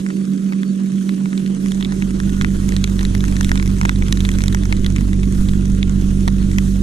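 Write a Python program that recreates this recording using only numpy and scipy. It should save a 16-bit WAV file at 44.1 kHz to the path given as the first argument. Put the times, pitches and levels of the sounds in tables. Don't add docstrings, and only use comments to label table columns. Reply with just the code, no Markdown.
import sys
import numpy as np
from scipy import signal
from scipy.fft import rfft, irfft, next_fast_len
from scipy.io import wavfile
from scipy.ndimage import uniform_filter1d, map_coordinates

SR = 44100
rng = np.random.default_rng(int(sys.argv[2]) if len(sys.argv) > 2 else 0)


def gain_from_decibels(decibels):
    exponent = np.asarray(decibels, float) / 20
    return 10 ** exponent


def transcribe(u):
    v = np.clip(np.atleast_2d(u).T, -1, 1)
    q = np.round(v * 32767).astype(np.int16)
    wavfile.write(sys.argv[1], SR, q)


N = 300762
T = np.arange(N) / SR
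SHAFT_HZ, HUM_HZ, NEIGHBOUR_HZ = 47.3, 192.7, 200.3


def unit(x):
    return x / np.sqrt(np.mean(x ** 2) + 1e-20)


def along(points, hz):
    f, v = np.transpose(points)
    return np.interp(np.log(hz + 1), np.log(f + 1), v)


def curves(rows):
    s, *cols = np.transpose(rows)
    return [np.interp(T, s, c) for c in cols]


def wobble(rate_hz):
    return map_coordinates(rng.standard_normal(int(N * rate_hz / SR) + 4), [T * rate_hz])


def filtered(x, response):
    m = next_fast_len(N + SR // 2)
    return irfft(rfft(x, m) * response(np.fft.rfftfreq(m, 1 / SR)), m)[..., :N]


def resonances(modes):
    def response(f):
        return sum((-1) ** k * gain_from_decibels(db) * 1j * f * w / (c * c - f * f + 1j * f * w)
                   for k, (c, w, db) in enumerate(modes))
    return response


def rush(spectrum, patchy_db):
    z = signal.stft(rng.standard_normal((2, N)), nperseg=512)[2]
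    field = uniform_filter1d(rng.standard_normal(z.shape[1:]), size=6, axis=0)
    field = uniform_filter1d(field, size=8, axis=1)
    pair = signal.istft(z * gain_from_decibels(patchy_db * unit(field)), nperseg=512)[1][:, :N]
    return unit(filtered(pair, lambda hz: gain_from_decibels(along(spectrum, hz))))


def tone(hz, wander_rad):
    return np.sqrt(2) * np.cos(2 * np.pi * hz * T + wander_rad * wobble(3.9))


# t/s, level/dB
HUM_LEVEL = [(0.0, -20), (0.95, -18.5), (5.09, -22.5), (5.26, -19.5), (6.78, -19), (6.82, -18)]
# multiple of the hum, level/dB re hum
HUM_OVERTONES = [(2, -25.5), (3, -44)]


def motors():
    first_swell_s = 0.03
    turn = 2 * np.pi * HUM_HZ * T + 0.43 * wobble(2.7)
    hum = np.cos(turn) + sum(gain_from_decibels(db) * np.cos(k * turn) for k, db in HUM_OVERTONES)
    beat = 2 * np.pi * (NEIGHBOUR_HZ - HUM_HZ) * (T - first_swell_s)
    neighbour = np.cos(turn + beat + 0.83 * wobble(1.687))
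    return np.sqrt(2) * gain_from_decibels(curves(HUM_LEVEL)[0]) * (hum + gain_from_decibels(-13) * neighbour)


# t/s, level/dB
NEARNESS = [(0.0, -45), (0.34, -46), (0.99, -45), (3.53, -40), (3.84, -41.5), (4.35, -40), (4.48, -42),
            (5.17, -43), (6.48, -43), (6.82, -42)]


def water_levels():
    near_db, = curves(NEARNESS)
    mean_db = near_db.mean()
    swing_db = near_db - mean_db
    jet_db = mean_db - 3.5 + 0.93 * swing_db
    leaves_db = mean_db - 0.33 + 0.99 * swing_db
    drops_per_s = 70 * gain_from_decibels(0.69 * swing_db)
    return jet_db, leaves_db, drops_per_s


# f/Hz, level/dB per Hz
JET_SPECTRUM = [(2650, -27), (4500, -13), (4970, -7), (6240, 0), (8000, -3.5), (10100, -4), (11100, -12),
                (12800, -11), (14200, -21.5), (16000, -36)]
# f/Hz, level/dB per Hz
LEAVES_SPECTRUM = [(400, 7), (800, -5.5), (1400, 0.5), (2300, -5.5), (2800, -3), (3500, -1.5), (4300, -4.5),
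                   (5200, -14), (8000, -43)]


def spray():
    jet_db, leaves_db, _ = water_levels()
    stroke_db = 0.28 * np.cos(2 * np.pi * SHAFT_HZ * T)
    sputter = wobble(90)
    jet_db = jet_db + stroke_db + 0.49 * sputter + 1.14 * wobble(8.5)
    leaves_db = leaves_db + stroke_db + 2.0 * sputter + 0.23 * wobble(30)
    jet = gain_from_decibels(jet_db) * rush(JET_SPECTRUM, patchy_db=1.85)
    return jet + gain_from_decibels(leaves_db) * rush(LEAVES_SPECTRUM, patchy_db=2.0)


def hush(drops, depth, release_s):
    s, db = np.transpose(drops)[:2]
    blows = np.bincount(np.round((s + 0.0087) * SR).astype(int), gain_from_decibels(db), N)
    return 1 / (1 + depth * signal.lfilter([1], [1, -np.exp(-1 / (release_s * SR))], blows))


def fine_drops():
    _, leaves_db, drops_per_s = water_levels()
    count = np.cumsum(drops_per_s.clip(1)) / SR
    luck = rng.random((int(count[-1]), 7))
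    s = np.interp(np.arange(len(luck)) + 3 * luck[:, 0], count, T)
    db = np.minimum(4 - 4 * np.log(luck[:, 1]), 17) + np.interp(s, T, leaves_db)
    note_hz = 1300 * gain_from_decibels(11 * luck[:, 6])
    modes_and_snap_db = [-15.0, -9.5, -15, -1.5] - 12 * luck[:, 2:6]
    return np.column_stack([s, db - 2.5, note_hz, modes_and_snap_db])


# t/s, peak level/dB, blow f/Hz, mesh snap
# level/dB re peak
LARGE_DROPS = [(0.064, -19.5, 1500, -23.5), (0.088, -27, 1350, -14), (0.103, -19.5, 1400, -26),
               (0.523, -17, 1230, -29), (0.533, -20, 1820, -28), (0.632, -17, 1600, -30),
               (1.092, -13.5, 1870, -23), (1.257, -19, 1310, -25), (1.33, -23.5, 1730, -22),
               (1.377, -18, 3700, -17), (1.462, -23, 3520, -19), (1.66, -18, 970, -14),
               (1.719, -16, 3280, -12.5), (1.809, -14.5, 2020, -27), (1.826, -15.5, 3640, -27),
               (1.848, -14.5, 3500, -23), (1.922, -17, 1800, -17), (2.023, -17, 1930, -23),
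               (2.107, -24, 1150, -6), (2.201, -14, 1620, -15), (2.234, -25, 1350, -14),
               (2.294, -20, 3550, -14), (2.412, -10.5, 1580, -26), (2.42, -18, 1250, -11),
               (2.446, -8.5, 2090, -23), (2.69, -16.5, 2050, -9), (2.721, -16, 2150, -22),
               (2.765, -13, 4000, -11.5), (2.841, -6.5, 3850, -14), (2.875, -21, 1580, -12),
               (2.992, -15, 3960, -15), (3.01, -16.5, 2140, -13), (3.03, -20, 950, -9),
               (3.051, -12.5, 3970, -16), (3.15, -14.5, 1760, -11), (3.206, -18.5, 3460, -15),
               (3.24, -14.5, 1360, -13.5), (3.281, -21.5, 2390, -6), (3.324, -20, 1210, -19),
               (3.366, -18, 2100, -9), (3.409, -10, 1390, -9), (3.43, -19, 3550, -8),
               (3.446, -12, 3670, -11.5), (3.493, -14.5, 2100, -11), (3.516, -7.5, 1670, -19),
               (3.556, -15, 1420, -13), (3.575, -15.5, 3710, -17), (3.598, -14.5, 1820, -19),
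               (3.626, -15.5, 1830, -15), (3.659, -17.5, 3760, -13), (3.813, -9, 1320, -13),
               (3.832, -18, 1020, -14), (3.852, -5.5, 950, -21), (3.856, -15, 1850, -13),
               (3.893, -3, 1540, -22), (3.959, -21.5, 3870, -18), (4.023, -16, 1990, -22),
               (4.083, -18, 3300, -8), (4.125, -5.5, 3890, -11.5), (4.172, -14, 3870, -19),
               (4.205, -15.5, 3750, -9), (4.251, -12, 3740, -17), (4.29, -11.5, 2240, -14),
                 (4.316, -19.5, 3220, -9), (4.386, -17.5, 1900, -7.5), (4.406, -15, 2120, -22),
                 (4.419, -17, 4190, -12), (4.438, -12.5, 1450, -9), (4.459, -23.5, 3030, -4),
                 (4.481, -10, 3920, -12), (4.526, -19, 3810, -10), (4.547, -9.5, 1370, -12),
                 (4.635, -20, 2130, -13), (4.654, -22, 1370, -6), (4.725, -6.5, 2000, -18.5),
                 (4.767, -23, 4060, -8), (4.845, -13, 3470, -19), (4.863, -11.5, 3870, -14),
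                 (4.962, -12, 2390, -15.5), (4.983, -20.5, 1880, -18), (5.009, -21, 1200, -9),
                 (5.131, -15.5, 3580, -22), (5.232, -22, 999, -18), (5.324, -25, 950, -5.5),
                 (5.487, -16.5, 3550, -27), (5.535, -21, 2130, -17), (5.829, -12, 3540, -22),
                 (6.278, -2.5, 950, -28), (6.514, -24, 2000, -11), (6.584, -7.5, 2100, -17)]


def big_drops():
    s, db, hz, snap_db = np.transpose(LARGE_DROPS)
    octaves = np.abs(np.log2(np.transpose(SHELL_MODES)[0] / hz[:, None]))
    modes_db = -14.5 - 5 * octaves + 1 * rng.standard_normal(octaves.shape)
    return np.column_stack([s, db, hz, modes_db, snap_db - 1.5])


# f/Hz, t60/s
SHELL_MODES = [(1000, .008), (2000, .0075), (3600, .0045)]
SHELL_DB = [15, 18, 17.5]
# f/Hz, width/Hz, level/dB
MESH_MODES = [(6050, 1200, 3.5), (10200, 8600, -8.5)]


def ticks(rows):
    plop_db, plop_s, crack_db, crack_s = 2.5, 0.0042, 5.5, 0.0033
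    t = np.arange(500) / SR
    s, db, note_hz, *modes_db, snap_db = np.transpose(rows)[:, :, None]
    dice = rng.standard_normal((len(rows), 12, 1))
    hiss = rng.standard_normal((len(rows), 4, len(t)))
    splash_gain = gain_from_decibels(np.minimum(-12 + 4 * dice[:, 0], -5))
    splash_after_s = 0.00283 * gain_from_decibels(4.64 * dice[:, 1]).clip(.3, 2.5)

    def fade(t60, after=0):
        return gain_from_decibels(-60 * (t - after) / t60) * (1 - np.exp(-(t - after).clip(0) / .00045))

    def burst(t60):
        return fade(t60) + splash_gain * fade(t60, splash_after_s)

    def size(wave):
        return np.linalg.norm(wave, axis=-1, keepdims=True)

    def steady(wave, t60):
        return wave * size(fade(t60)) / size(wave)

    where = np.round((s + .0001) * SR).astype(int) + np.arange(len(t))

    def lay(wave):
        return np.bincount(where.ravel(), (gain_from_decibels(db) * wave).ravel(), N + SR)[:N]

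    rough = 1 + .3 * uniform_filter1d(hiss[:, 2], size=16) * np.sqrt(16)
    pitch = gain_from_decibels(.6 * dice[:, 2:5].clip(-1.5, 1.5))
    rings = []
    for k, (mode_db, level_db, (hz, t60)) in enumerate(zip(modes_db, SHELL_DB, SHELL_MODES)):
        wave = np.sin(2 * np.pi * hz * pitch[:, k] * t + 3 * dice[:, 5 + k])
        rings.append(gain_from_decibels(level_db - 4 + mode_db) * steady(burst(t60) * rough * wave, t60))
    plop = steady(burst(plop_s) * rough * np.sin(2 * np.pi * note_hz * t), plop_s)
    crack = steady(burst(crack_s) * hiss[:, 3], crack_s)
    splash = gain_from_decibels(plop_db) * plop + gain_from_decibels(crack_db) * crack
    lean = sum(.5 * dice[:, 8 + k].clip(-1.2, 1.2) * ring for k, ring in enumerate(rings))
    knocks = [lay(sum(rings) + splash), lay(lean + .3 * dice[:, 11] * splash)]
    soft_hammer = signal.butter(2, [700, 5500], "bandpass", fs=SR, output="sos")
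    knocks = signal.sosfilt(soft_hammer, knocks)
    snaps = np.array([lay(gain_from_decibels(snap_db + 18.0) * steady(burst(0.0037) * hiss[:, k], 0.0052))
                      for k in range(2)])
    mesh = resonances(MESH_MODES)
    return knocks + filtered(snaps, lambda hz: mesh(hz) / np.sqrt(1 + (hz / 12000) ** 9))


# start t/s, end t/s, f/Hz, level/dB rms
INSECT_WHISTLES = [(.08, .25, 4515, -57), (.46, .66, 4500, -62), (.64, .72, 4500, -57),
                   (2.259, 2.472, 1490, -49), (2.304, 2.48, 1417, -49.5), (3.44, 3.618, 1470, -47.5),
                   (5.352, 6.205, 1400, -57)]


def insects():
    total = 0
    for start_s, end_s, hz, db in INSECT_WHISTLES:
        swell = np.clip(np.minimum(T - start_s, end_s - T) / 0.017, 0, 1)
        total = total + gain_from_decibels(db + 2.1 * wobble(23)) * swell * tone(hz, wander_rad=10.4)
    return total


def closed():
    depth_db, opens_s, opening_s = -37.5, 1.34, 0.47
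    return depth_db * np.exp(-.15 * np.logaddexp(0, (T - opens_s) / .15) / opening_s)


# f/Hz, level/dB per Hz
RUMBLE_SPECTRUM = [(15, 10), (40, -1.5), (120, 1.5), (200, 0), (300, -2.5), (400, -13), (550, -27.5),
                   (800, -46), (1200, -81)]


def rumble():
    return gain_from_decibels(-21.5 + 0.058 * closed()) * rush(RUMBLE_SPECTRUM, patchy_db=0.98)


# multiple of the shaft rate, level/dB rms
HIGH_ORDERS = [(5, -37), (7, -55.5)]


def pump():
    hum_db, = curves(HUM_LEVEL)
    turn = 2 * np.pi * SHAFT_HZ * T + 0.71 * wobble(1.444)
    second_db = -25 - 0.84 * (hum_db - hum_db.mean()) + 0.42 * closed()
    third_db = -29.5 + 0.34 * closed()
    orders = [(1, -18), (2, second_db), (3, third_db)] + HIGH_ORDERS
    return -np.sqrt(2) * sum(gain_from_decibels(db) * np.cos(k * turn) for k, db in orders)


# f/Hz, phase/rad
LEFT_LEAD = [(20, 0), (220, -.3), (380, -1.1), (600, -2.7), (1150, -3.4), (1450, -4.1), (2100, -3.9),
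             (2600, -4.3), (2850, -6), (5000, -5.6), (9000, -6.3)]
# f/Hz, level/dB
LEFT_RIGHT = [(60, -3.5), (110, -4.5), (200, -6), (380, -12), (700, -3.5), (1290, 0.5), (2380, 0.5),
              (4400, -5.5), (8120, -5.5), (15000, 4.5)]
# f/Hz, likeness/0-1
LIKENESS = [(200, 0.94), (330, 0.92), (480, 0.91), (1000, 0.45), (1700, 0.25), (2100, 0.01), (2700, 1),
            (3200, 0.28), (4200, 0.7), (5200, 0), (8000, 0.9), (10000, .35), (15000, 0.15)]


def ports(pair):
    def shape(hz):
        turn = np.arccos(np.clip(along(LIKENESS, hz), 0, 1)) / 2
        left = gain_from_decibels(along(LEFT_RIGHT, hz) / 2) * np.exp(.5j * along(LEFT_LEAD, hz))
        shared = np.cos(turn) * np.array([left, 1 / left])
        own = np.sin(turn) * np.array([left, -1 / left])
        return np.array([shared, own]) / np.hypot(abs(shared.mean(axis=0)), abs(own.mean(axis=0)))
    return filtered(pair[:, None], shape).sum(axis=0)


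def scene():
    drops = big_drops()
    water = hush(drops, depth=1.7, release_s=0.0057) * spray() + ticks(np.vstack([drops, fine_drops()]))
    steady = np.array([motors() + insects() + pump(), np.zeros(N)])
    return ports(steady + rumble() + water)


def starved(x, floor_db, valley_db, scatter_db):
    hz, _, z = signal.stft([x[0] + x[1], x[0] - x[1]], SR, nperseg=1024)
    edges = np.arange(0, len(hz), 8)
    band_hz = hz[edges]
    level = 10 * np.log10(np.add.reduceat(abs(z) ** 2, edges, axis=1) + 1e-20)
    luck = uniform_filter1d(rng.standard_normal(level.shape), size=4, axis=2)
    level += scatter_db * unit(uniform_filter1d(luck, size=2, axis=1))
    usual = np.median(level, axis=2, keepdims=True)
    treble = (band_hz > 9000)[:, None] & (level < usual[:, 28:29] + floor_db)
    valley = np.abs(band_hz - [[700], [3100]]) < 50
    masked = valley[:, :, None] & (level < usual + valley_db)
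    kept = np.repeat(~(treble | masked), 8, axis=1)[:, :len(hz)]
    mid, side = signal.istft(z * kept, SR, nperseg=1024)[1][:, :N] / 2
    return np.array([mid + side, mid - side])


def roll_off(x):
    return signal.sosfilt(signal.butter(12, 15690, fs=SR, output="sos"), x)


def record(dry):
    bass = filtered(dry, lambda hz: 1 / (1 + (hz / 138) ** 80))
    leak_spectrum = [(10, -10), (40, 0), (70, -3), (110, 0), (135, 6), (145, -60)]  # f/Hz, level/dB
    leak = gain_from_decibels(-49.5) * rush(leak_spectrum, patchy_db=2)[0]
    opened = dry + (gain_from_decibels(closed()) - 1) * bass + leak * gain_from_decibels([[-2.2], [1.8]])
    mix = starved(opened, floor_db=-9.5, valley_db=-3.5, scatter_db=4.5)
    return roll_off(mix)


dry = scene()
out = record(dry)
transcribe(out)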